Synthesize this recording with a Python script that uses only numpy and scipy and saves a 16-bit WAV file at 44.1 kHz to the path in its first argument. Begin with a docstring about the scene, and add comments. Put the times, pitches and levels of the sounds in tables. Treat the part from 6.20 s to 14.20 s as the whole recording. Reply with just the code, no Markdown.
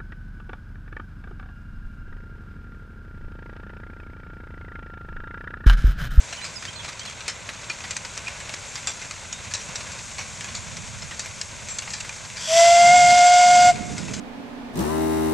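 """A small steam train coasts past across a field. Its wheels roar on uneven rail, knock over the
joints and ring; couplings clash, chains rattle and steam leaks. A bird sings briefly, distant roads
and grass murmur, and a light breeze buffets the camera's microphone. Near the end a jet of steam
blows the whistle once: its pitch rises as the pipe heats, and it echoes off the land."""
import sys
import numpy as np
from scipy import signal
from scipy.fft import rfft, irfft
from scipy.io import wavfile

SR = 44100
rng = np.random.default_rng(int(sys.argv[2]) if len(sys.argv) > 2 else 0)


def wav_out(sig):
    """Save sig, one row per channel (or a flat mono array), as 16-bit PCM at SR to the path in sys.argv[1]."""
    wavfile.write(sys.argv[1], SR, np.round(np.clip(np.atleast_2d(sig).T, -1, 1) * 32767).astype(np.int16))


N = 352794
TIME = np.arange(N) / SR

# The bright clash and the dull body of a knock. 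Each row: frequency in Hz, relative level in dB.
CLASH_SPECTRUM = [(1500, -16), (3000, -1), (4200, 7), (5600, 9), (7400, 7), (8200, 1), (9000, -26),
                  (11500, -42)]
BODY_SPECTRUM = [(150, -3), (400, -7.5), (700, -2.5), (1200, 1), (2400, 5), (3200, -1.5), (4500, -6)]


def undb(db):
    """Turn decibels into a number to multiply a sound by."""
    return 10 ** (np.asarray(db) / 20)


def unit(x):
    """Scale a signal to an average strength (rms) of 1."""
    return x / np.sqrt(np.mean(x ** 2))


def curves(table):
    """Join each column's values by straight lines; the first column gives the times."""
    s, *columns = np.transpose(table)
    return [np.interp(TIME, s, column) for column in columns]


def ramp(start_s, length_s):
    """Rise from 0 to 1 in a straight line, then hold."""
    return np.clip((TIME - start_s) / length_s, 0, 1)


def colour(x, spectrum):
    """Filter a sound by rows of frequency in Hz and gain in dB, fading beyond the end rows."""
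    hz, db = np.transpose(spectrum)
    f = np.maximum(np.fft.rfftfreq(x.shape[-1], 1 / SR), 1)
    edge_fade = np.minimum(f / hz[0], 1) * np.minimum(hz[-1] / f, 1) ** 2
    gain = undb(np.interp(np.log(f), np.log(hz), db))
    return irfft(rfft(x) * edge_fade * gain, x.shape[-1])


def noise(spectrum, size=N):
    """Noise of strength 1, shaped by a spectrum."""
    return unit(colour(rng.standard_normal(size), spectrum))


def wander(rate_hz, size=N):
    """A smooth random curve of strength 1 that moves up to about rate_hz times a second."""
    f = np.fft.rfftfreq(size, 1 / SR)
    return unit(irfft(rfft(rng.standard_normal(size)) / (1 + (f / rate_hz) ** 2), size))


def add(track, s, sound):
    """Mix a sound into a track, starting at s seconds."""
    i = max(int(s * SR), 0)
    track[i:i + len(sound)] += sound[:max(N - i, 0)]


def roll_and_leak(roll_db=1):
    """Wheels roar on uneven rail, and steam leaks steadily from the engine."""
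    # Each row: time in seconds, relative level of the roar in dB, level of the leak in dB.
    levels = [(0.0, -42, -42.5), (0.74, -42.5, -47), (2.55, -41, -42), (3.12, -42.5, -44.5),
              (3.54, -40.5, -41), (4.79, -43.5, -42.5), (6.15, -42.5, -42.5)]
    # The wheels' roar and the steam's hiss. Each row: frequency in Hz, relative level in dB.
    roll_spectrum = [(100, 12.5), (320, -6), (600, 3.5), (760, -2), (950, 3), (1200, -1), (1550, 3.5),
                     (1800, -2), (2050, 3), (2600, 2), (2950, -4), (3700, -2), (4500, -7), (8000, -57)]
    leak_spectrum = [(2500, -49), (4200, -7), (5200, -4), (5800, 0.5), (6250, 0), (6650, 5), (7050, -2.5),
                     (7400, 2), (8000, -5), (8800, -9), (10200, -18), (11800, -23)]
    roar_db, steam_db = curves(levels)
    roll = noise(roll_spectrum) * undb(roar_db + roll_db + 1.2 * wander(26))
    leak = noise(leak_spectrum) * undb(steam_db + 0.48 * wander(19))
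    return roll + leak


def rattle(ticks_per_s=110, spread_db=2, fade_s=0.046, db=-47):
    """Loose chains and fittings tick faintly at random; each tick falls 60 dB in fade_s."""
    ticks = rng.random(N) < ticks_per_s / SR
    ticks = ticks * undb(spread_db * np.clip(rng.standard_normal(N), -2, 1))
    envelope = signal.lfilter([1], [1, -undb(-60 / (fade_s * SR))], ticks)
    return undb(db) * unit(envelope * (noise(BODY_SPECTRUM) + 1.03 * noise(CLASH_SPECTRUM)))


def countryside(db=-52):
    """A faint, wide wash of distant roads and rustling grass."""
    # The tone of the wash. Each row: frequency in Hz, relative level in dB.
    spectrum = [(130, 20), (210, 22), (320, -24), (600, -31), (1050, 16.5), (1600, -8), (2500, -4),
                (3000, 6.5), (3700, 15.5), (4300, -36), (8000, -36)]
    return undb(db) * np.array([noise(spectrum), noise(spectrum)])


def breeze(shared=0.16):
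    """Swirling air buffets both microphone openings, mostly the right one, which faces the wind."""
    # The wind's deep rumble and higher flutter. Each row: frequency in Hz, relative level in dB.
    rumble_spectrum = [(18, -15), (35, -4), (60, -5), (95, 3), (125, -2), (190, -3), (245, -9), (310, -52)]
    flutter_spectrum = [(80, -20), (140, 0.5), (200, 0.5), (250, -3), (330, -10), (450, -13), (650, -16),
                        (1200, -37)]
    # Each row: peak time and half length in seconds, relative rumble and flutter levels in dB.
    gusts = [(4.83, 2, -48.5, -77), (4.6, 0.35, -43, -62), (6.8, 0.22, -41, -35), (7.7, 0.43, -39, -33)]
    rumble_gain, flutter_gain = undb(-64), undb(-55.5)  # light air between the gusts
    for s, half_s, rumble_db, flutter_db in gusts:
        swell = np.exp(-((TIME - s) / half_s) ** 4)  # rises, holds and drops
        rumble_gain = np.hypot(rumble_gain, swell * undb(rumble_db))
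        flutter_gain = np.hypot(flutter_gain, swell * undb(flutter_db))
    common = noise(rumble_spectrum)
    separate = np.array([noise(rumble_spectrum), noise(rumble_spectrum)])
    rumble = np.sqrt(shared) * common + np.sqrt(1 - shared) * separate
    flutter = np.array([noise(flutter_spectrum), noise(flutter_spectrum)]) * undb(1.2 * wander(12))
    return undb([[-6], [3]]) * rumble * rumble_gain + undb([[-8], [3]]) * flutter * flutter_gain


def ground_scatter(x, fade_s, build_s, size=32768):
    """Sound scatters off the ground and slopes into a soft tail, different in each ear."""
    t = np.arange(size) / SR
    tails = rng.standard_normal((2, size)) * undb(-60 * t / fade_s) * (1 - np.exp(-t / build_s))
    tails /= np.sqrt(np.sum(tails[0] ** 2))
    mid, side = colour(tails, [(200, -14.5), (2200, 8.5), (8000, -3)])
    left_right = np.array([mid + 0.61 * side, mid - 0.61 * side])
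    return signal.fftconvolve(x[None], left_right, axes=1)[:, :N]


def blows(jolts_per_s=3):
    """List the blows from couplings, wheels and faint jolts, in rows like those of single_knocks."""
    # Separately timed steel knocks from couplings and wheels. Each row: start in seconds,
    # relative clash and body levels in dB, seconds to fade by 60 dB.
    single_knocks = [(0.126, -36.5, -33.5, 0.15), (0.646, -38, -35.5, .07), (0.794, -31, -45, .05),
                     (0.853, -39.5, -38, 0.25), (2.672, -23, -27, 0.13), (2.816, -32.5, -39, 0.083),
                     (3.718, -35.5, -39.5, .066), (3.983, -34.5, -30.5, 0.25), (4.208, -32, -31.5, .055),
                     (4.243, -34.5, -37, .11), (4.821, -35, -40, 0.076), (5.486, -34, -38.5, 0.21),
                     (5.704, -34.5, -42, 0.21), (5.735, -30, -39, 0.19), (6.17, -36, -37.5, 0.19),
                     (7.78, -32.5, -35.5, .13), (7.936, -32, -36.5, .16)]
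    # Pairs of axles cross rail joints. Each row: start in seconds, relative levels in dB of the
    # first clash, the second clash and the body, seconds for the first knock to fade by 60 dB.
    axle_pairs = [(0.242, -34, -32.5, -31.5, 0.19), (0.688, -37, -38, -33, .07),
                  (1.08, -22, -44, -27.5, 0.12), (1.498, -33.5, -27, -33, 0.16),
                  (1.639, -43, -37, -32.5, 0.13), (1.766, -25.5, -31, -31, .045),
                  (2.08, -40, -39, -30.5, .1), (2.339, -29, -29.5, -29.5, 0.042),
                  (2.91, -35, -28.5, -33.5, 0.061), (3.338, -24, -26.5, -31.5, .13),
                  (4.35, -31, -33.5, -41, 0.22), (4.994, -25, -26.5, -32, 0.087),
                  (5.586, -26, -31, -35, 0.059), (5.675, -48, -35, -33.5, 0.047)]
    # The second axle lags more as the train slows. Each row: time in seconds, lag in seconds.
    axle_lags = [(1.8, 0.21), (2.3, .2165), (5.0, .219), (5.6, .2172)]
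    rows = list(single_knocks)
    for s, first_db, second_db, body_db, fade_s in axle_pairs:
        lag_s = np.interp(s, *np.transpose(axle_lags))
        rows.append((s, first_db, body_db, fade_s))
        rows.append((s + lag_s, second_db, body_db - 0.5, 0.058))  # rings briefly and thuds less
    for k, chance in enumerate(rng.random(size=24)):  # the carriages jolt at random
        rows.append(((k + chance) / jolts_per_s, -42, -36, 0.095))
    return rows


def knocks(rise_s=0.0014, hold_s=0.0023, crack_s=0.0018, chatter_db=3, patchy_db=5, size=8192):
    """Steel strikes steel: a brief, bright crack, then many vibrations that chatter and die away."""
    # The first hard contact. Each row: frequency in Hz, relative level in dB.
    crack_spectrum = [(1500, -9.5), (5000, 6.5), (8000, 10), (10500, -22)]
    # Strong tones in every knock. Each row: frequency in Hz, level in dB against the noisy ring.
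    steel_tones = [(1850, -19), (2430, -14.5), (4100, -21), (5600, -25), (6700, -23)]
    out, t = np.zeros(N), np.arange(size) / SR
    band_hz = np.geomspace(300, 11000, num=90)
    for s, clash_db, body_db, fade_s in blows():
        clash = undb(clash_db) * noise(CLASH_SPECTRUM, size)
        body = undb(body_db + 0.5) * noise(BODY_SPECTRUM, size)
        strength = np.std(clash + body)
        band_db = patchy_db * rng.standard_normal(len(band_hz))  # each contact rings differently
        ring = unit(colour(clash + body, np.c_[band_hz, band_db]))
        for hz, db in steel_tones:
            ring += undb(db) * np.sqrt(2) * wander(150, size) * np.sin(2 * np.pi * hz * t)
        decay_db = -60 * np.maximum(t - hold_s, 0) / fade_s
        chatter = chatter_db * np.tanh(wander(160, size))
        envelope = np.minimum(t / rise_s, 1) * undb(decay_db + chatter)
        add(out, s - rise_s / 2, strength * ring * envelope)
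        crack = noise(crack_spectrum, size) * np.exp(-t / crack_s)
        add(out, s, undb(clash_db + 1) * crack)
    return out


def bird(note_s=0.039, ragged_db=4, waver=0.013):
    """A bird sings quick, sliding notes from a hedge far off to the right."""
    # Each row: start in seconds, first and last pitch in Hz, relative level in dB.
    notes = [(0.168, 3030, 2950, -32), (0.212, 3850, 4400, -33), (0.353, 5300, 4700, -30),
             (0.467, 2800, 3380, -36), (0.55, 4250, 4080, -33), (0.582, 3650, 3150, -35),
             (0.8, 3080, 3320, -35), (0.862, 3580, 3250, -35)]
    song, size = np.zeros(N), int(note_s * SR)
    for s, start_hz, end_hz, db in notes:
        hz = np.linspace(start_hz, end_hz, size) * (1 + waver * wander(150, size=4096)[:size])
        chirp = np.sin(2 * np.pi * np.cumsum(hz) / SR)
        add(song, s, undb(db) * chirp * np.sqrt(np.hanning(size)))
    song *= undb(ragged_db * np.tanh(wander(80.2)) + 0.5)
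    return np.array([-0.22 * song, song]) + undb(-19) * ground_scatter(song, fade_s=0.41, build_s=0.01)


def wheel_rings(waver_db=2.5, rise_s=0.0011, size=16384):
    """A struck wheel sings on at a single pitch, wavering in level as it turns."""
    # Each row: start in seconds, pitch in Hz, level in dB, seconds to fade by 60 dB.
    rings = [(1.501, 2420, -17.5, 0.049), (1.713, 2430, -23.5, 0.045), (2.07, 2450, -20, 0.051),
             (2.48, 7330, -44, .6), (3.13, 3700, -41, 0.36), (3.385, 5830, -40, .34),
             (4.922, 1860, -27.5, 0.041), (5.493, 7380, -31.5, 0.36), (5.894, 2400, -23.5, 0.038)]
    out, t = np.zeros(N), np.arange(size) / SR
    for s, hz, db, fade_s in rings:
        envelope = undb(db - 60 * t / fade_s) * (1 - np.exp(-t / rise_s))
        add(out, s, np.sin(2 * np.pi * hz * t) * envelope)
    return out * undb(waver_db * wander(90))


def whistle(opens_s=6.17, sounds_s=6.27, shuts_s=7.498, valve_s=0.026, swell_s=0.21, drying_s=0.14,
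            sag_hz=41.9, jitter_hz=2.95, rough=0.13, jet_db=-22.4, spit_db=-23, pipe_db=-42):
    """A churning steam jet blows a pipe closed at one end; its hiss pulses with the note."""
    # The note rises as the pipe heats. Each row: time in seconds, full-blown pitch in Hz, level in dB.
    note = [(6.3, 666.3, -12.5), (6.7, 704, -11), (6.745, 717, -11), (6.83, 708.8, -12.5),
            (6.92, 711.4, -13), (7.02, 710.5, -12), (7.2, 716, -12), (7.29, 712.3, -12.5),
            (7.42, 714.5, -11)]
    # Each row: time in seconds, levels of the second and third harmonics in dB against the first.
    overtones = [(6.3, -24.5, -14), (6.5, -23, -15.5), (6.7, -19, -9.5), (6.9, -18.5, -10.5),
                 (7.15, -17, -13.5), (7.5, -15.5, -15)]
    # The hissing jet and the spitting wet steam. Each row: frequency in Hz, relative level in dB.
    jet_spectrum = [(300, -46), (560, -16), (850, -19), (980, 0), (1250, -15), (1550, -3), (1800, -7.5),
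                    (2300, -2.5), (2950, -5.5), (3350, 2.5), (4000, -5.5), (4850, 3.5), (5350, -1.5),
                    (6100, 3), (6850, -1.5), (7450, 3.5), (8500, -12), (9200, -19.5), (11800, -24)]
    spit_spectrum = [(2300, -5.5), (2720, -4), (2980, -2), (3350, 5), (4000, -13), (5900, 4.5), (6800, -16),
                     (7500, -8), (9000, -18), (11800, -18)]
    hz, note_db = curves(note)
    second_db, third_db = curves(overtones)
    valve = ramp(opens_s, valve_s) - ramp(shuts_s, valve_s)
    flow = valve * undb(-19 * (1 - ramp(opens_s, swell_s)))  # the steam starts weak and swells
    sounding = valve * ramp(sounds_s, length_s=0.1258)  # the pipe sounds once the jet is strong enough
    # The cold pipe first blows out its water, spitting and reedy, then runs dry.
    wet = np.exp(-np.maximum(TIME - opens_s - swell_s, 0) / drying_s)
    fourth_db = -27 + 8 * wet
    sag = sag_hz * (1 - sounding) ** 2  # the note is flat when barely blown
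    phase = 2 * np.pi * np.cumsum(hz - sag + jitter_hz * wander(83)) / SR
    tone = np.sin(phase) * (1 + 0.058 * wander(34))
    for k, db in enumerate([second_db, third_db, fourth_db], 2):
        harmonic = np.sin(k * phase) * (1 + rough * wander(76)) + rough * wander(70) * np.cos(k * phase)
        tone += sounding * undb(db) * harmonic
    # The churning rings the pipe: a narrow band of noise around harmonics 1 and 3.
    pipe = sum(wander(48) * np.sin(k * phase) + wander(55) * np.cos(k * phase) for k in (1, 3))
    jet = unit(noise(jet_spectrum) * (1 + 0.092 * np.sin(phase)))
    jet *= undb(0.5 * wander(30) + wander(380))
    jet *= undb(opens_s - TIME)  # fades 1 dB a second as the engine draws away
    spit = wet * noise(spit_spectrum) * undb(2 * wander(160))
    steam = undb(jet_db) * jet + undb(spit_db) * spit + undb(pipe_db) * pipe
    return sounding * np.sqrt(2) * tone * undb(note_db) + flow * steam


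def far_echoes(x):
    """Slopes and buildings across the fields send back faint, separate, duller echoes."""
    # Each row: delay in seconds, relative level in dB.
    echoes = [(.062, -26.5), (.125, -37), (.2, -33.5)]
    out = np.zeros(N)
    for delay_s, db in echoes:
        add(out, delay_s, undb(db) * x)
    return colour(out, [(700, -1), (2100, -2), (4000, -12), (8000, -12)])


def scene():
    """Mix the train, its echoes, the bird, the countryside and the breeze in stereo."""
    clatter = knocks() + wheel_rings() + rattle()
    blast = whistle()
    scattered = undb(-29) * ground_scatter(clatter, fade_s=0.022, build_s=0.0039)
    scattered += undb(-21) * ground_scatter(blast, fade_s=0.78, build_s=0.0039)
    train = clatter + blast + scattered + far_echoes(blast) + roll_and_leak()
    return train + bird() + countryside() + breeze()


def record(dry, scatter_fade_s=0.1, top_hz=11500, size=4096):
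    """The two microphone openings colour the treble differently, and the camera cuts off the top."""
    # How the openings differ. Each row: frequency in Hz, left level minus right level in dB.
    balance = [(700, -0.2), (1400, -1), (5000, 0.96), (7050, -0.5), (7400, 15.5), (7850, 21), (8400, 12),
               (9500, 8), (11500, 1)]
    # Treble that the camera body scatters into the right opening. Each row: frequency in Hz, gain in dB.
    scatter_spectrum = [(6000, -56), (7000, -20), (7400, -1), (8000, -10.5), (9000, -0.5), (11500, -6)]
    hz, balance_db = np.transpose(balance)
    ratio = undb(np.interp(np.fft.rfftfreq(N, 1 / SR), hz, balance_db))
    left = irfft(rfft(dry[0]) * 2 * ratio / (1 + ratio), N)
    right = irfft(rfft(dry[1]) * 2 / (1 + ratio), N)
    decay = undb(-60 * np.arange(size) / SR / scatter_fade_s)
    tail = unit(rng.standard_normal(size) * decay) / np.sqrt(size)
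    right += colour(signal.fftconvolve(dry[1], tail)[:N], scatter_spectrum)
    low_pass = signal.ellip(10, 0.2, 80, top_hz, fs=SR, output="sos")
    return signal.sosfilt(low_pass, [left, right])


dry = scene()
out = record(dry)
wav_out(out)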